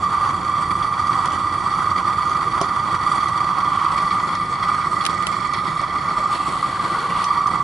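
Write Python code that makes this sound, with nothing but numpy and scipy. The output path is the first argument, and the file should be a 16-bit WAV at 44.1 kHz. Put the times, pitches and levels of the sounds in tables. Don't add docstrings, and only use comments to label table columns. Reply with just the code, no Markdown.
import sys
import numpy as np
from scipy import signal
from scipy.fft import rfft, irfft, next_fast_len
from scipy.io import wavfile
from scipy.ndimage import uniform_filter1d, map_coordinates

SR = 44100
rng = np.random.default_rng(int(sys.argv[2]) if len(sys.argv) > 2 else 0)


def store_pcm(level_fs):
    pcm = np.round(np.clip(level_fs, -1, 1) * 32767).astype(np.int16)
    wavfile.write(sys.argv[1], SR, np.atleast_2d(pcm).T)


N = 336483


def amp(db):
    return 10 ** (np.asarray(db) / 20)


def unit(x):
    return x / np.sqrt(np.mean(x ** 2) + 1e-20)


def along(points, hz):
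    f, v = np.transpose(points)
    return np.interp(np.log(hz + 1), np.log(f + 1), v)


def curves(rows):
    seconds, *columns = np.transpose(rows)
    return [np.interp(np.arange(N) / SR, seconds, column) for column in columns]


def wobble(rate):
    knots = rng.standard_normal(int(N * rate / SR) + 4)
    return unit(map_coordinates(knots, [np.arange(N) * rate / SR]))


def filtered(x, response):
    size = next_fast_len(N + SR // 2)
    spectrum = rfft(x, size) * response(np.fft.rfftfreq(size, 1 / SR))
    return irfft(spectrum, size)[..., :N]


def colour(points):
    return lambda hz: amp(along(points, hz))


def ringing(modes):
    def response(hz):
        total = 0
        for k, (centre, width, db) in enumerate(modes):
            damping = 1j * hz * width
            total = total + (-1) ** k * amp(db) * damping / (centre * centre - hz * hz + damping)
        return total
    return response


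def leaning(hz):
    # (frequency [Hz], left minus right [dB])
    side_lean = [(60, -.3), (150, -.6), (300, -1.8), (700, -3.1), (1200, -3.8), (2200, -2.8), (4500, -2.3),
                 (9000, -1.2)]
    return amp(np.outer([.5, -.5], along(side_lean, hz)))


def turbulence(response, drive):
    # (frequency [Hz], left-right likeness [-1 to 1])
    likeness = [(40, 0.98), (100, 0.96), (220, 0.94), (430, 0.75), (820, 0.84), (1200, 0.96), (1700, 0.81),
                (3000, 0.73), (5000, 0.83), (11000, 0.65)]

    def spread(hz):
        turn = np.arccos(np.clip(along(likeness, hz), -1, 1)) / 2
        return response(hz) * np.array([np.cos(turn), np.sin(turn)])
    mid, side = filtered(drive * rng.standard_normal((2, N)), spread)
    return unit(filtered(np.array([mid + side, mid - side]), leaning))


def steadied(x, span):
    size = max(int(span * SR), 2)
    power = uniform_filter1d(uniform_filter1d(np.mean(x ** 2, 0), size), size)
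    return x / np.sqrt(np.abs(power) + 1e-9)


def add(track, s, sound):
    part = track[..., max(round(s * SR), 0):][..., :sound.shape[-1]]
    part += sound[..., :part.shape[-1]]


def burner():
    # (time [s], bright edge level [dB], jet hiss level [dB])
    treble_levels = [(0.0, -37.5, -50), (1.2, -35.5, -46.5), (2.88, -35.5, -49.5), (3.12, -32.5, -44.5),
                     (3.6, -36.5, -51.5), (4.08, -34, -46), (4.56, -35, -50.5), (5.04, -34.5, -44),
                     (5.76, -33.6, -49.5), (6.48, -37, -47), (7.2, -34.5, -53), (7.6, -35.5, -49)]
    # (time [s], frequency [Hz])
    pitch_drift = [(0.0, 1169.0), (1.44, 1175), (1.92, 1192), (3.84, 1173), (5.04, 1205), (7.6, 1148)]
    # (time [s], left minus right [dB])
    ear_shift = [(0.0, -4.2), (3.84, -4.3), (4.32, -1.2), (5.28, -6.6), (6.0, -3.6), (6.96, -0.5),
                 (7.6, -5.1)]
    edge_follows, jet_follows = 0.45, 0.12
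    rise_hz_per_db = 4.0

    strength_db, surge_db = flame()
    shake = flutter(rate=260, life=0.0082)
    edge_db, jet_db = curves(treble_levels)
    drum = roar(shake, strength_db, curves(pitch_drift)[0] + rise_hz_per_db * surge_db)
    edge = bright_edge(shake, edge_db + edge_follows * surge_db)
    pan_db, = curves(ear_shift)
    sway = amp(np.outer([.5, -.5], pan_db - np.mean(pan_db)))
    hiss = gas_jet(shake, jet_db + jet_follows * surge_db)
    return sway * (drum + edge) + hiss + rumble(shake)


def flame():
    # (time [s], level [dB])
    strength_levels = [(0.0, -21), (0.24, -18.5), (0.4, -24), (0.56, -19.4), (0.64, -23), (1.12, -19),
                       (1.6, -22), (1.68, -20), (2.4, -20.5), (2.72, -21.5), (3.04, -20), (4.08, -19.5),
                       (4.56, -24), (4.64, -20), (5.36, -25), (5.6, -22.5), (5.84, -24), (6.08, -21),
                       (6.88, -22.5), (7.12, -22.5), (7.2, -19), (7.6, -20.2)]
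    waver_db, surge_s = 0.5, 0.786
    strength_db = curves(strength_levels)[0] + waver_db * wobble(rate=9)
    return strength_db, strength_db - uniform_filter1d(strength_db, int(surge_s * SR))


def flutter(rate, life):
    pops = (rng.random(N) < rate / SR) * rng.uniform(.4, 1, N)
    flares = signal.lfilter([1], [1, -np.exp(-1 / (life * SR))], pops)
    return unit(flares - flares.mean())


def roar(shake, strength_db, centre_hz):
    # (frequency [Hz], width [Hz], relative level [dB])
    drum_modes = [(774, 45, -24), (997.5, 64.5, -14.5), (1080, 76.6, -12.5), (1189, 48.6, -3.5),
                  (1351, 160, -18.5), (1354, 67, -18.5)]
    # (frequency [Hz], width [Hz], relative level [dB])
    puff_modes = [(1180, 170, 0)]
    # (time [s], relative level [dB])
    puff_times = [(0.54, -9), (0.569, -12), (0.754, -10), (1.095, -8), (1.285, -10), (1.377, -11),
                  (1.872, -8), (3.065, -9), (3.116, -9), (3.259, -7), (3.774, -12), (3.864, -7),
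                  (3.959, -9), (4.111, -9), (4.4, -11), (4.717, -10), (4.87, -8), (4.968, -10),
                  (5.005, -11), (5.367, -12), (5.795, -11), (6.258, -8), (6.628, -9), (7.407, -7),
                  (7.459, -7), (7.504, -12), (7.537, -7)]
    shake_db, throb_db = 1.37, 1.24
    dip_db, dip_s = 8, 0.025

    drive = amp(shake_db * shake + throb_db * wobble(rate=45))
    ring = turbulence(ringing(drum_modes), drive)
    clock = np.cumsum(centre_hz / centre_hz.mean())
    ring = np.array([map_coordinates(side, [clock], mode="mirror") for side in ring])
    ring = steadied(ring, span=0.1)

    kicks, dip = np.zeros(N), np.zeros(N)
    for s, db in puff_times:
        add(kicks, s - .002, amp([db + 42]))
        add(dip, s - .014, np.hanning(int(dip_s * SR)))
    answer = ringing(puff_modes)
    puffs = filtered(kicks, lambda hz: answer(hz) ** 3 * leaning(hz))
    return amp(strength_db + 0.43 - dip_db * dip) * ring + puffs


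def bright_edge(shake, level_db):
    # (frequency [Hz], width [Hz], relative level [dB])
    edge_modes = [(1773, 42, -10), (1956, 45.4, 1.5), (2301, 81, -7), (3328, 121, -8), (3835, 60, -21.5),
                  (4330, 63, -12), (4630, 110, -9), (5754, 40, -13), (6960, 110, -26), (7930, 150, -25.5),
                  (10600, 130, -24)]
    # (frequency [Hz], width [Hz], relative level [dB])
    sagged_modes = [(1820, 70, -5), (1987, 22, 7), (2167, 110, -4.5), (2285, 85, -2.5), (3336, 118, -7.5),
                    (4200, 470, -14.5), (4454, 260, -8.5), (5520, 120, -15.5)]
    # (time [s], share [0-1])
    sag_share = [(0, 0.01), (3.5, 0.2), (4.1, 0.7), (4.8, 0.7), (5.6, 0.98), (6.6, 0.85), (7.2, 0.4),
                 (7.4, .3), (7.63, 0.8)]
    # (time [s], added level [dB])
    spit_times = [(.706, -39), (1.961, -35), (3.603, -38), (3.979, -27), (4.106, -27), (4.351, -29),
                  (4.627, -29), (5.01, -27.5), (5.343, -43), (5.5365, -29)]

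    sag = np.clip(curves(sag_share)[0], 0, 1)
    flicker = amp(2.0 * shake + 1.74 * flutter(rate=220, life=0.0067))
    plain = np.sqrt(1 - sag) * turbulence(ringing(edge_modes), flicker)
    sagged = np.sqrt(sag) * turbulence(ringing(sagged_modes), flicker)
    spits, t = np.zeros(N), np.arange(SR // 10) / SR
    for s, db in spit_times:
        add(spits, s, amp(db - 60 * t / 0.083))
    return (amp(level_db + 0.14) + spits) * steadied(plain + sagged, span=0.11)


def stirring():
    # (time [s], half length [s], frequency [Hz], width [Hz], level [dB])
    strokes = [(1.337, .09, 3120, 200, -46), (2.47, 0.036, 454, 70, -33), (2.894, 0.018, 3900, 120, -50),
               (3.803, 0.14, 3140, 200, -41), (3.902, 0.15, 2530, 180, -48),
               (4.801, 0.18, 1330, 120, -35.5), (5.685, 0.25, 3710, 130, -47.5), (6.2, 0.033, 610, 90, -33),
               (6.388, 0.12, 2640, 220, -43), (6.755, 0.14, 1560, 110, -37),
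               (6.979, 0.26, 1415, 110, -33.5), (6.997, 0.25, 440, 80, -39.5), (7.15, 0.11, 2820, 200, -44)]
    track, t = np.zeros(N), np.arange(-SR // 2, SR // 2) / SR
    for s, half, hz, width, db in strokes:
        b, a = signal.iirpeak(hz, hz / width, SR)
        band = signal.lfilter(b, a, rng.standard_normal(len(t)))
        swell = np.exp(-2 * (t / half) ** 2)
        add(track, s - .5, amp(db) * swell * unit(band))
    roughness = amp(2.1 * wobble(rate=44))
    return track * roughness * amp([[-.8], [.8]])


def snaps(rows, spectrum, t60, tail_db, tail_t60, channels):
    track, t = np.zeros((2, N)), np.arange(SR // 8) / SR
    lead = SR // 100
    gain = colour(spectrum)(np.fft.rfftfreq(len(t) + lead, 1 / SR))
    for s, db, *_ in rows:
        crack = amp(-60 * t / t60) * rng.standard_normal((channels, len(t)))
        scatter = amp(tail_db - 60 * t / tail_t60) * rng.standard_normal((2, len(t)))
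        padded = np.pad(crack + scatter, ((0, 0), (lead, 0)))
        snap = irfft(rfft(padded) * gain)
        add(track, s - lead / SR, amp(db) * snap / np.abs(snap).max())
    return track


def spoon():
    # (time [s], tick peak [dB], knock level [dB])
    contacts = [(1.258, -19, -34), (1.321, -23, -49), (1.7151, -33, -41), (2.2958, -24, -43),
                (2.614, -11, -18), (2.949, -25, -45), (3.2852, -22, -33), (4.353, -21, -57),
                (5.536, -20, -35), (5.8157, -24, -31), (7.242, -13, -40), (7.471, -23, -58)]
    # (frequency [Hz], relative level [dB], 60 dB decay [s])
    pan_modes = [(317, -30, 0.09), (396, 3.5, 0.12), (579, 3.5, 0.085), (566, -19, 0.044), (680, 9, 0.063),
                 (736, 3.5, 0.1)]
    # (frequency [Hz], relative level [dB])
    tick_colour = [(300, -16), (1500, -2), (3000, 2), (5000, 2), (6100, 3), (7000, -2), (7900, -10),
                   (9200, -2.5), (11500, -16)]

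    knocks, t = np.zeros(N), np.arange(SR // 4) / SR
    for s, _, knock_db in contacts:
        ring = np.zeros(len(t))
        for hz, db, t60 in pan_modes:
            decay = amp(db + rng.normal(0, 1.5) - 60 * t / t60)
            ring += decay * np.sin(2 * np.pi * hz * t)
        add(knocks, s, amp(knock_db - 9.5) * ring)
    ticks = snaps(contacts, tick_colour, t60=0.0093, tail_db=-13, tail_t60=0.13, channels=1)
    return (knocks + ticks) * amp([[-1.1], [1.1]])


def clicks():
    # (time [s], peak level [dB])
    click_times = [(5.0395, -21), (5.0525, -5), (5.064, -4.5), (5.2248, -18), (5.2688, -7), (5.277, -23)]
    # (frequency [Hz], relative level [dB])
    click_colour = [(200, -20), (1200, 3), (2900, 5.5), (4400, 2), (5300, -1), (6500, -4.5), (8200, -4),
                    (10000, 1), (11500, -15)]
    return snaps(click_times, click_colour, t60=0.014, tail_db=-11.5, tail_t60=0.049, channels=2)


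def shuffle():
    # (time [s], half length [s], level [dB])
    drags = [(6.346, 0.051, -34), (6.545, 0.26, -34.5), (6.955, 0.3, -36), (7.216, 0.077, -34.5)]
    # (frequency [Hz], relative level [dB])
    grit_colour = [(200, -6), (450, -1), (800, 13.5), (1550, 4), (2700, 1), (3300, 7), (3950, 1),
                   (4400, 8.5), (5100, -8), (6500, -8), (8500, -4.5), (11000, -8)]
    t = np.arange(N) / SR
    swell = sum(amp(db) * np.exp(-2 * ((t - s) / half) ** 2) for s, half, db in drags)
    return swell * turbulence(colour(grit_colour), amp(1.7 * wobble(rate=330)))


def patchy(x, depth_db):
    z = signal.stft(x, nperseg=512)[2]
    field = rng.standard_normal(z.shape[1:])
    field = uniform_filter1d(field, size=6, axis=0)
    field = uniform_filter1d(field, size=18, axis=1)
    return signal.istft(z * amp(depth_db * unit(field)), nperseg=512)[1][:, :N]


def gas_jet(shake, level_db):
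    # (frequency [Hz], relative level [dB])
    jet_colour = [(500, -5), (1500, 23.5), (2500, -11), (3800, -2), (5000, -2), (5500, 6), (6300, 8),
                  (8300, 11), (9400, 7), (10600, 7.5), (11200, -40)]
    hiss = turbulence(colour(jet_colour), amp(1.8 * shake + 1.4 * flutter(rate=57, life=0.005)))
    return amp(level_db + 2.4) * steadied(patchy(hiss, depth_db=3.6), span=0.6)


def rumble(shake):
    # (frequency [Hz], relative level [dB])
    body_colour = [(12, -32), (25, -22), (42, -4.5), (62, -11), (95, -17.5), (125, 0), (155, -0.5),
                   (183, 2.5), (220, -5.5), (280, -6.5), (335, -3), (430, -11.5), (700, -9.5), (3000, -44)]
    # (frequency [Hz], relative level [dB])
    deep_colour = [(12, -40), (25, -26), (40, -25), (62, -8), (87, 3.5), (115, -0.5), (160, -21),
                   (400, -57.5)]
    # (time [s], level [dB])
    deep_levels = [(0.0, -38.5), (2.64, -39), (4.08, -41.7), (7.6, -45)]
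    body = steadied(turbulence(colour(body_colour), amp(1.68 * shake)), span=0.96)
    deep = turbulence(colour(deep_colour), amp(0.72 * wobble(rate=18)))
    return amp(-34) * body + amp(curves(deep_levels)[0] + 0.1) * deep


def scene():
    return burner() + stirring() + spoon() + clicks() + shuffle()


def record(dry):
    top_hz = 11200
    return filtered(dry, lambda hz: 1 / np.sqrt(1 + (hz / top_hz) ** 200))


dry = scene()
out = record(dry)
store_pcm(out)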